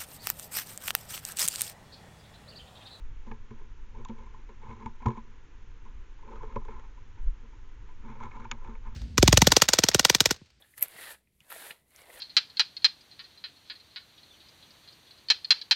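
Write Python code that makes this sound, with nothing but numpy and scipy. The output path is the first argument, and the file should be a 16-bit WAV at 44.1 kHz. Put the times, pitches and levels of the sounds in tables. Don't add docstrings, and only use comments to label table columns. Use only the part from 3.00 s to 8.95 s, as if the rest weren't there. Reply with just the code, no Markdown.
import sys
import numpy as np
from scipy import signal
from scipy.fft import rfft, irfft, next_fast_len
from scipy.io import wavfile
from scipy.ndimage import uniform_filter1d, map_coordinates

SR = 44100
rng = np.random.default_rng(int(sys.argv[2]) if len(sys.argv) > 2 else 0)


def invert_db(x):
    u = np.asarray(x, float) / 20
    return 10 ** u


def to_wav(sig):
    pcm = np.clip(np.atleast_2d(sig), -1, 1) * 32767
    pcm = np.round(pcm).astype(np.int16)
    wavfile.write(sys.argv[1], SR, pcm.T)


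N = 262395


def unit(x):
    return x / np.sqrt(np.mean(x ** 2) + 1e-20)


def curves(rows):
    s, *columns = np.transpose(rows)
    t = np.arange(N) / SR
    return np.array([np.interp(t, s, column, -120, -120) for column in columns])


def wobble(knots_per_s):
    knots = rng.standard_normal(N // 50)
    return map_coordinates(knots, [np.arange(N) * knots_per_s / SR])


def filtered(x, response):
    m = next_fast_len(x.shape[-1] + SR // 4)
    spectrum = rfft(x, m) * response(np.fft.rfftfreq(m, 1 / SR))
    return irfft(spectrum, m)[..., :x.shape[-1]]


def noise(spectrum):
    f, db = np.transpose(spectrum)
    colour = lambda hz: invert_db(np.interp(np.log(hz + 1), np.log(f + 1), db))
    return unit(filtered(rng.standard_normal(N), colour))


def resonance(f, centre_hz, width_hz):
    damping = 1j * f * width_hz
    return damping / (centre_hz ** 2 - f * f + damping)


def ring(force, modes):
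    def response(f):
        soft = 1 / (1 + 1j * f / (1.3 * modes[-1][0])) ** 3
        total = 0
        for k, (centre_hz, width_hz, db) in enumerate(modes):
            total = total + (-1) ** k * invert_db(db) * resonance(f, centre_hz, width_hz)
        return soft * total
    return filtered(force, response)


def struck(times, peak_db, modes, contact_s, push=0, rise=0.69):
    t = np.arange(SR // 4) / SR
    shape = (1 - np.exp(-t / (rise * contact_s))) * np.exp(-t / contact_s)
    ragged = rng.standard_normal((64, len(t)))[:len(times)]
    rings = ring((push + ragged) * shape, modes)
    rings = rings / np.abs(rings).max(axis=1, keepdims=True) * invert_db(peak_db)[:, None]
    first = np.round((times - rise * contact_s) * SR).astype(int)
    spots = first[:, None] + np.arange(len(t))
    return np.bincount(spots.ravel(), rings.ravel(), N + SR)[:N]


# start_s, level_db
WIND_STRENGTH = [(0.0, -33.5), (0.45, -42), (1.0, -40), (1.4, -43), (1.7, -42.5), (2.2, -41.5), (2.5, -45),
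                 (3.0, -37.5), (3.18, -44), (3.47, -36), (4.18, -43.5), (4.23, -26.5), (4.255, -29.5),
                 (4.28, -21), (4.35, -43), (5.3, -40), (5.52, -38), (5.95, -35.5)]
# pitch_hz, level_db (per Hz)
BUFFET_SPECTRUM = [(4, -11), (12, 6), (28, -3.5), (45, -8.5), (70, -20.5), (150, -61.5), (400, -120)]
# pitch_hz, level_db (per Hz)
RUMBLE_SPECTRUM = [(20, -47), (50, -2), (100, 5), (135, -8.5), (165, -26.5), (250, -56), (600, -120)]


def wind():
    evening = 0.37
    mean_rumble_db, follow = -58, 0.47
    strength_db, = curves(WIND_STRENGTH)
    swell = noise(BUFFET_SPECTRUM)
    power = np.abs(uniform_filter1d(swell ** 2, SR // 12))
    swell = unit(swell / (power + 0.028) ** (evening / 2))
    lumps = invert_db(2.6 * wobble(12))
    rumble = unit(lumps * noise(RUMBLE_SPECTRUM))
    rumble_db = mean_rumble_db + follow * (strength_db - strength_db.mean())
    return invert_db(strength_db) * swell + invert_db(rumble_db) * rumble


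# pitch_hz, level_db (per Hz)
HUSH_SPECTRUM = [(60, -26), (160, 2), (260, -2), (440, -5.5), (910, -13.5), (1380, -10), (2400, -14.5),
                 (3300, -19), (4800, -28), (6500, -23), (8000, -34)]
# pitch_hz, width_hz, level_db
SHELL = [(893.3, 40.6, 0.5), (1001, 29.4, 2.5), (1051.8, 42, 0), (1093, 87, -10.5), (1177, 74, -16)]


def air():
    hush = noise(HUSH_SPECTRUM) * invert_db(0.1 * wobble(2.8))
    shell_hum = unit(ring(rng.standard_normal(N), SHELL))
    return invert_db(-61.0) * hush + invert_db(-72) * shell_hum


# start_s, shell peak level_db, then back_db, lid_db, crack_db relative to the shell
TAPS = [(0.318, -34, -6.5, -3, -18), (0.511, -46, 4, -3, -9), (1.052, -32.5, -20, -16.5, -4.5),
        (1.088, -41, -16, -12, -0.5), (1.267, -42, -30, -15, -15), (1.803, -40, -19, -19.5, -27),
        (1.862, -24, -24, -15.5, -18.5), (2.025, -33.5, -27, -17, -25), (2.062, -16, -12, -17.5, -21),
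        (2.086, -21.5, -11, -22, -21), (2.107, -30.5, -7, -10, -17.5), (3.407, -35.5, -24, -33, -26),
        (3.435, -35.5, 0, -16, -30), (3.562, -21.5, -1, -15, -21), (3.653, -42, -3, -8.5, -6),
        (3.686, -36, -1, -11, -28), (5.205, -29.5, -15.5, -15, -32), (5.316, -42.5, -20, 0.5, -22),
        (5.421, -45, -5, -3.5, -41), (5.454, -32.5, -40, -10, -33), (5.518, -35.5, -17, 9, -14),
        (5.649, -37.5, -25, -10, -18), (5.756, -42.5, -9, -3, -30), (5.874, -43, -27, -5, -27)]
# start_s, shell peak level_db
TICKS = [(0.266, -46.5), (0.95, -43.5), (1.1, -39), (1.196, -53), (1.341, -39.5), (1.501, -52), (1.65, -54),
         (2.004, -42), (2.152, -40), (2.175, -33), (2.855, -42.5), (3.19, -48.5), (3.229, -42.5),
         (3.281, -38.5), (3.321, -37), (3.499, -40), (3.617, -42), (3.738, -49.5), (3.774, -45.5),
         (3.976, -44.5), (4.177, -47), (4.531, -47.5), (4.89, -53), (5.105, -44), (5.246, -37.5),
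         (5.37, -37), (5.678, -35.5)]
# back_db, lid_db, crack_db
TICK_COLOUR = (-16, -17.5, -16)
# start_s, peak level_db, spark_db relative to the peak
SNAPS = [
    (1.0486, -47, 2),
    (1.0884, -48.5, -18.5),
    (1.095, -48.5, -19),
    (2.062, -49.5, 2),
    (2.0812, -60, 6),
    (2.112, -63, -20),
    (5.5134, -22.5, -6),
]
# pitch_hz, width_hz, level_db
BACK = [(358.2, 18, -8), (436.7, 24.4, -3.5), (559, 63, -8.5)]
LID = [(1330, 450, 2.5), (1378, 248, -5.5), (1644, 18, -1.5), (1860, 500, -7), (2111, 118, 3),
       (2273, 122, 3.5), (2508, 150, -2)]
RIM = [(3330, 1200, -5.5), (3930, 740, -4), (5900, 400, -18.5), (6395, 57, 0), (7000, 2200, -10)]
# pitch_hz, width_hz, level_db
GAP = [(1330, 570, -20), (2480, 760, 6), (3920, 640, 2)]
# pitch_hz, width_hz, level_db
SPARK = [(5200, 2000, -10.5), (6630, 1100, -1.5)]


def taps():
    light = [(*tick, *TICK_COLOUR) for tick in TICKS]
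    s, db, back_db, lid_db, crack_db = np.transpose(TAPS + light)
    s = s - 0.0025
    x = struck(s, db - 5.5, SHELL, contact_s=0.0023, rise=0.2)
    x += struck(s, db + back_db - 1.0, BACK, contact_s=0.0039, rise=0.19)
    x += struck(s - 0.0015, db + lid_db - 0.5, LID, contact_s=0.00395, rise=0.329)
    x += struck(s, db + crack_db - 6, RIM, contact_s=0.0021, rise=0.099)
    s, db, spark_db = np.transpose(SNAPS)
    x += struck(s, db - 0.7, GAP, contact_s=0.0027, rise=0.059)
    x += struck(s, db + spark_db - 0.3, SPARK, contact_s=0.0018, rise=0.022)
    return x


def contact_force(rows, press, lift):
    start, length, db, mount_db, back_db = np.transpose(rows)
    steps = np.arange(0, N + 32, 32)
    t = steps / SR - start[:, None]
    ramp_db = np.minimum(press * t, lift * (length[:, None] - t))
    force = invert_db(db[:, None] - 4 + np.minimum(0, ramp_db))
    parts = [invert_db(rel_db) @ force for rel_db in (0 * db, mount_db, back_db)]
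    return np.array([np.interp(np.arange(N), steps, part) for part in parts])


# start_s, length_s, shell level_db, then mount_db, back_db relative to the shell
STROKES = [(0.268, 0.037, -54.5, -6, 0), (0.58, 0.041, -61, -2, 2), (0.955, 0.032, -54, 5, 3.5),
           (1.15, 0.095, -59.5, -3, -3), (1.323, 0.05, -58.5, -1, -2.5), (1.639, 0.072, -44.5, -1, -7),
           (1.766, 0.059, -65.5, 0.5, -5), (1.82, 0.015, -50, -0.5, -4), (2.09, 0.028, -49.5, 1, -8),
           (2.24, 0.082, -65.5, 5, -2.5), (3.285, 0.041, -46, -2.5, 2.5), (3.385, 0.043, -51, -3.5, -2.5),
           (3.48, 0.067, -53, -1, -2), (3.705, 0.064, -49, -5.5, -9.5), (3.91, .12, -71, -6, -2),
           (5.05, 0.031, -49.5, 4, -4), (5.095, 0.062, -50, -2.5, -9), (5.215, 0.045, -45, -5, -8.5),
           (5.335, 0.029, -47.5, -2, -11), (5.4, .04, -49, -1, -5), (5.528, 0.06, -57.5, -10, -6.5),
           (5.65, 0.063, -50, -4.5, -1), (5.833, .11, -54, 2.5, -7.5)]
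# start_s, shell level_db, then mount_db, back_db relative to the shell
BRUSHES = [(0.312, -56, -3, 1), (0.43, -66, 6, -1), (0.513, -54, -2, -1), (1.096, -49, 7, 7),
           (1.19, -48.5, -5, -3), (1.49, -51, -7, -1.5), (1.86, -62, 7, -11), (1.871, -61, 0.5, -6),
           (2.019, -48, -2, -25), (2.063, -40, 6.5, 4), (2.168, -44, -11, -9.5), (2.855, -53, -3.5, -12),
           (2.885, -70, -12, -3), (3.225, -65, -5, -4), (3.559, -47, -2, 6.5), (3.684, -48.5, -10, -2),
           (3.835, -49.5, -20.5, -19), (4.18, -55, -8, -22), (4.435, -60.5, -1.5, 2), (4.53, -63.5, -8, -9),
           (4.885, -54, -19, -11.5), (5.453, -60, 3, -10), (5.514, -53, 9.5, -1)]
# pitch_hz, width_hz, level_db
MOUNT = [(226, 16.3, 1.5), (239.2, 40, -14.5)]
SWAY = [(101, 60, -7), (123.3, 15.7, 5.5)]
# pitch_hz, width_hz, level_db
PANEL = [(590, 160, -4.5), (1250, 170, 2.5), (1680, 560, -6)]


def fur():
    brush_s = 0.0087
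    strokes = contact_force(STROKES, press=404, lift=253.5)
    brushes = contact_force([(s, brush_s, *db) for s, *db in BRUSHES], press=1798.5, lift=519.5)
    shell, mount, back = strokes + brushes
    lid = invert_db(-11) * shell
    leaning = np.arange(N) > 3.2 * SR
    panel = invert_db(-6.5) * strokes[0] * leaning
    clumps = invert_db(2 * wobble(30) + 2.5 * wobble(120))
    hairs = clumps * invert_db(5 * wobble(300))

    def drive(level, grain, modes):
        steady = ring(grain * rng.standard_normal(N), modes)
        return ring(level * grain * rng.standard_normal(N), modes) / np.std(steady)

    x = drive(mount, clumps, MOUNT) + invert_db(-3.5) * drive(mount, clumps, SWAY)
    x += drive(back, clumps, BACK) + drive(shell, clumps, SHELL) + drive(lid, clumps, LID)
    return x + invert_db(-10.5) * drive(lid, hairs, RIM) + drive(panel, hairs, PANEL)


# start_s, peak level_db
NUDGES = [(0.273, -40.5), (0.31, -38.5), (0.51, -40), (0.957, -55), (1.098, -28), (1.827, -61),
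          (1.861, -32.5), (2.06, -22.5), (2.084, -27.5), (2.176, -34.5), (3.279, -50), (3.437, -54.5),
          (3.563, -29.5), (3.685, -65), (4.433, -50.5), (5.098, -42.5), (5.243, -41), (5.397, -54),
          (5.689, -37)]
# start_s, peak level_db
SHOVES = [
    (0.312, -42.5),
    (0.507, -39),
    (1.095, -46),
    (1.689, -42.5),
    (1.856, -36.5),
    (2.06, -17.5),
    (3.564, -34.5),
    (3.682, -46.5),
    (5.678, -45),
]


def nudges():
    s, db = np.transpose(NUDGES)
    rock = struck(s - 0.002, db - 1.2, MOUNT, contact_s=0.00069, push=0.13)
    s, db = np.transpose(SHOVES)
    return rock + struck(s - 0.002, db + 0.29, SWAY, contact_s=0.0041, push=0.4)


def scene():
    return (wind() + air() + taps() + fur() + nudges())[None]


# pitch_hz, width_hz, depth_db
PORT = [(169, 52, 16), (635, 253, 30.5)]


def port_notches(f):
    response = 1
    for centre_hz, width_hz, depth_db in PORT:
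        stiff, damping = centre_hz ** 2 - f * f, 1j * f * width_hz
        response = response * (stiff + damping * invert_db(-depth_db)) / (stiff + damping)
    return response


def roll_off(x):
    return signal.sosfilt(signal.butter(12, 7920, fs=SR, output="sos"), x)


def record(dry):
    edge = lambda hz: invert_db(np.interp(hz, [7250, 7500, 7950], [0, -6, -45]))
    heard = filtered(dry, lambda f: port_notches(f) * edge(f))
    noise_floor = invert_db(-100) * rng.standard_normal(dry.shape)
    return roll_off(heard + noise_floor)


dry = scene()
out = record(dry)
to_wav(out)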